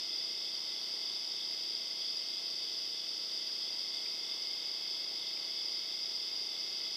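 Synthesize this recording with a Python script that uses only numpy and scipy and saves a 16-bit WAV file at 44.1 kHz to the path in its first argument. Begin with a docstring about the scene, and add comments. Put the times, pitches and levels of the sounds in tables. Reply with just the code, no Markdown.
"""A forest clearing at night, heard through the single microphone of a night-vision scope.
Crickets sing all around, each wing stroke a short falling tone. The trees smear the far ones into
bands; a few nearer singers stand out, led by one unbroken trill. Far off, wild pigs forage with faint
snaps and bumps. Right at the microphone lie the scope's frame-rate buzz, a thin whine and hiss."""
import sys
import numpy as np
from scipy import signal
from scipy.fft import rfft, irfft, next_fast_len
from scipy.io import wavfile
from scipy.ndimage import uniform_filter1d

SR = 44100
rng = np.random.default_rng(int(sys.argv[2]) if len(sys.argv) > 2 else 0)


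def digitize_waveform(pressure):
    """Quantize a signal to 16-bit integers and store it at the path in sys.argv[1].

    Rows of a 2-D input are taken as channels; values are limited to [-1, 1].
    """
    field = np.atleast_2d(pressure).T
    bounded = np.clip(field, -1, 1)
    quanta = np.round(bounded * 32767).astype(np.int16)
    wavfile.write(sys.argv[1], SR, quanta)


N = 306936


def undb(db):
    """Decibels to gain."""
    return 10 ** (np.asarray(db) / 20)


def level(x, db):
    """Scale a sound to an rms level."""
    return x * undb(db) / np.sqrt(np.mean(x ** 2))


def clock():
    """Time of every sample in seconds."""
    return np.arange(N) / SR


def walk(rate):
    """Slow chance: `rate` random values a second joined by lines, spread near 1."""
    steps = rng.standard_normal(1024)
    return np.interp(clock() * rate, np.arange(len(steps)), steps)


def beat(rate, crest_s, sharpness):
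    """A smooth gain that crests `rate` times a second."""
    return np.exp(sharpness * (np.cos(2 * np.pi * rate * (clock() - crest_s)) - 1))


def bouts(rows, fade_s):
    """Gain that sets in, holds and dies away for each row of start t/s, end t/s, level/dB."""
    t = clock()
    held = sum(undb(db) * ((t >= start) & (t < end)) for start, end, db in rows)
    return uniform_filter1d(held, int(fade_s * SR))


def band_noise(hz, width_hz):
    """Noise passed twice through one resonance, rms 1."""
    resonance = signal.iirpeak(hz, hz / width_hz, fs=SR)
    once = signal.lfilter(*resonance, rng.standard_normal(N))
    return level(signal.lfilter(*resonance, once), 0)


# noise floor of the clearing and the microphone: f/Hz, level/dB per Hz
AIR_SPECTRUM = [(25, -131), (60, -116), (120, -105), (220, -99), (370, -90), (600, -91.5), (1000, -92.5),
                (1500, -96), (4000, -98), (7000, -102), (9300, -106), (12200, -105), (13400, -107),
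                (15000, -104)]

def air():
    """A smooth bed of distant forest noise and microphone hiss."""
    hz, db = np.transpose(AIR_SPECTRUM)
    bins_hz = np.maximum(np.fft.rfftfreq(N, 1 / SR), 1)
    colour = undb(np.interp(np.log(bins_hz), np.log(hz), db))
    return irfft(rfft(rng.standard_normal(N)) * colour, N) * np.sqrt(SR / 2)


# partials of the scope's whine: multiple of the base, level/dB
WHINE_PARTIALS = [(4, -84), (5, -80), (7, -80), (8, -81), (10, -80), (12, -69.5), (24, -79)]

def scope_whine(base_hz=54.94):
    """The electronics at the microphone hold a thin, steady chord."""
    cycles = base_hz * clock()
    partials = (undb(db) * np.sin(2 * np.pi * (k * cycles + rng.random())) for k, db in WHINE_PARTIALS)
    return np.sqrt(2) * sum(partials)


# colour of the scope's frame pulses: f/Hz, level/dB per harmonic
BUZZ_SPECTRUM = [(60, -107), (120, -86), (150, -85), (180, -76.5), (210, -76.5), (270, -80.5), (300, -71.5),
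                 (330, -70.5), (390, -72), (420, -87), (450, -73.5), (600, -84.5)]

def scope_buzz(frame_hz=29.97, offset_s=.008):
    """The electronics pulse once a picture frame, which makes a low buzz."""
    frame_phase = 2 * np.pi * frame_hz * (clock() - offset_s)
    hz, db = np.transpose(BUZZ_SPECTRUM)
    harmonics = np.arange(2, 21)
    gains = np.sqrt(2) * undb(np.interp(np.log(harmonics * frame_hz), np.log(hz), db))
    # neighbouring harmonics stay nearly in step, which spreads each click into a soft purr
    phases = np.cumsum(.7 * rng.standard_normal(len(harmonics)))
    return sum(gain * np.cos(k * frame_phase + phase) for k, gain, phase in zip(harmonics, gains, phases))


# spells of rooting in the grass: start t/s, end t/s, level/dB
ROOTING_SPELLS = [(.35, 1.5, -68), (3.65, 5.8, -68.5), (6.2, 6.96, -69)]
# twig snaps, soft bumps and one faint grunt: t/s, centre f/Hz, width/Hz, length/s, level/dB at the crest
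FORAGING_SOUNDS = [(.58, 115, 70, .02, -71.5), (.965, 480, 200, .04, -59), (2.235, 120, 40, .02, -77),
                   (3.497, 1700, 800, .006, -56.5), (3.868, 110, 40, .02, -76),
                   (4.063, 2420, 900, .005, -49), (5.243, 110, 60, .02, -73),
                   (5.372, 2450, 800, .005, -49.5)]

def pigs():
    """Far from the microphone, foraging pigs snap twigs, bump about and grunt once over a faint rustle of
    grass."""
    out = band_noise(hz=890, width_hz=570) * bouts(ROOTING_SPELLS, fade_s=.22)
    for s, hz, width_hz, length_s, db in FORAGING_SOUNDS:
        envelope = np.exp(-2 * ((clock() - s) / length_s) ** 2)
        out += undb(db) * band_noise(hz, width_hz) * envelope
    return out


def woods(x, echo_db, t60_s=.45, drift_s=.00012, breeze_rate=3.5):
    """The direct sound plus a smear scattered by trunks and leaves; moving air keeps shifting its path."""
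    t = np.arange(SR) / SR
    size = next_fast_len(N + SR)
    tail = rfft(rng.standard_normal(SR) * np.exp(-np.log(1000) * t / t60_s), size)
    primed = np.concatenate([x[-SR:], x])  # a second's lead-in, so the woods already ring
    # the many paths smear the sound in time and leave its colour alone
    echo = irfft(rfft(primed, size) * tail / np.abs(tail), size)
    read_at = SR + np.arange(N) + SR * drift_s * walk(breeze_rate)
    return x + undb(echo_db) * np.interp(read_at, np.arange(size), echo)


def strokes(hz, fall_hz, rate, unsteady=.006, duty=.62, jitter=.007):
    """A scraper runs along the wing's file: a tone that swells, falls as the wing slows, then rests."""
    tempo = rate * (1 + unsteady * walk(2))  # strokes per second
    cycles = rng.random() + np.cumsum(tempo) / SR
    stroke = cycles.astype(int)
    detune, stroke_db = rng.standard_normal((1024, 2))[stroke].T
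    travel = np.minimum((cycles - stroke) / duty, 1)  # 0 to 1 along the file
    pitch_hz = hz * (1 + jitter * detune) + fall_hz * (.5 - travel)
    envelope = undb(stroke_db) * np.sin(np.pi * travel)
    return envelope * np.sin(2 * np.pi * np.cumsum(pitch_hz) / SR)


# crowds of crickets deep in the trees: f/Hz, pitch spread/Hz, strokes per s, level/dB
FAR_CROWDS = [(2086, 55, 52, -62.5), (2685, 110, 42, -66), (3477, 225, 43, -49.5), (4230, 100, 44, -73.5),
              (4679, 150, 48, -50), (4917, 125, 46, -42), (5537, 240, 48, -52.5), (6330, 250, 57, -68),
              (7870, 400, 55, -70.5)]

def far_crowd(hz, spread_hz, rate, db):
    """Nine far singers, mostly echo, each on its own pitch and tempo, fainter at the band's edges."""
    voices = 0
    for offset in np.linspace(-2.1, 2.1, 9):
        tempo = rate * (1 + .07 * rng.standard_normal())
        song = strokes(hz + offset * spread_hz, fall_hz=.055 * hz, rate=tempo, unsteady=.03, jitter=.012)
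        voices += np.exp(-(offset / 2) ** 2) * song
    return level(woods(voices, echo_db=14), db)


def high_triller(start_s=.0076, stop_s=4.56, db=-74.5):
    """A thin, high trill, faint at the microphone, holds its level and then breaks off."""
    song = strokes(hz=8245, fall_hz=190, rate=56.5, unsteady=.004, duty=.55, jitter=.003)
    return level(woods(song, echo_db=-5), 0) * bouts([(start_s, stop_s, db)], fade_s=.04)


# the tree cricket's song: start t/s, end t/s, level/dB
TREE_CRICKET_BOUTS = [(0, 2.55, -65.5), (3.8, 5.1, -62), (5.2, 6.96, -61.5)]

def tree_cricket():
    """A low trill eases in and out among the trees."""
    song = strokes(hz=2136, fall_hz=90, rate=52.4, unsteady=.012)
    return level(woods(song, echo_db=-1), 0) * bouts(TREE_CRICKET_BOUTS, fade_s=.54)


# the rattling cricket's song, with one rest: start t/s, end t/s, level/dB
RATTLER_BOUTS = [(0, 4.5, -57), (5.45, 6.96, -56.5)]

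def rattler():
    """One cricket groups its fast strokes into a quick rattle."""
    song = strokes(hz=5640, fall_hz=380, rate=90, jitter=.014)
    song *= beat(rate=12.41, crest_s=.079, sharpness=1.1)
    return level(woods(song, echo_db=-1), 0) * bouts(RATTLER_BOUTS, fade_s=.1)


def chirper():
    """Another groups its strokes into slow chirps."""
    song = strokes(hz=3480, fall_hz=450, rate=44.6, unsteady=.012, jitter=.025)
    song *= beat(rate=3.12, crest_s=.121, sharpness=.8)
    return level(woods(song, echo_db=0), -54)


# steady crickets nearer by: f/Hz, fall within a stroke/Hz, strokes per s, level/dB, echo/dB
NEAR_TRILLERS = [(2612, 130, 42.54, -63.8, -4), (2980, 80, 28.64, -64.5, 0), (2830, 80, 36.2, -72, 0),
                 (4560, 480, 44.12, -50.5, 0), (5216, 20, 45.9, -51.3, 2)]

def near_triller(hz, fall_hz, rate, db, echo_db):
    """A cricket close enough to the microphone for its stroke rate to be made out."""
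    return level(woods(strokes(hz, fall_hz, rate, jitter=.006), echo_db), db)


# moments when the level of the trill near 4.9 kHz rises briefly: t/s, rise in level/dB
LEVEL_RISES = [(.18, 5.5), (1.5, 1.5), (2.12, 5), (3.07, 3), (4.48, 4), (5.71, 5.5)]

def lead_trill(db=-47, waver_db=.6, rise_s=.1):
    """An unbroken trill near 4.9 kHz; its level at the microphone wavers and at moments rises briefly."""
    song = strokes(hz=4920, fall_hz=520, rate=45.95, duty=.5, jitter=.014)
    rises_db = sum(rise_db * np.exp(-((clock() - s) / rise_s) ** 2) for s, rise_db in LEVEL_RISES)
    return level(woods(song, echo_db=-1), db) * undb(waver_db * walk(2.98) + rises_db)


def scene():
    """The whole clearing reaches one microphone, the same in both ears."""
    mono = air() + scope_whine() + scope_buzz() + pigs()
    mono += sum(far_crowd(*row) for row in FAR_CROWDS)
    mono += high_triller() + tree_cricket() + rattler() + chirper()
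    mono += sum(near_triller(*row) for row in NEAR_TRILLERS) + lead_trill()
    return np.array([mono, mono])


def record(dry, top_hz=15300):
    """The recorder cuts the top steeply."""
    return signal.sosfilt(signal.ellip(12, .1, 80, top_hz, fs=SR, output="sos"), dry)


dry = scene()
out = record(dry)
digitize_waveform(out)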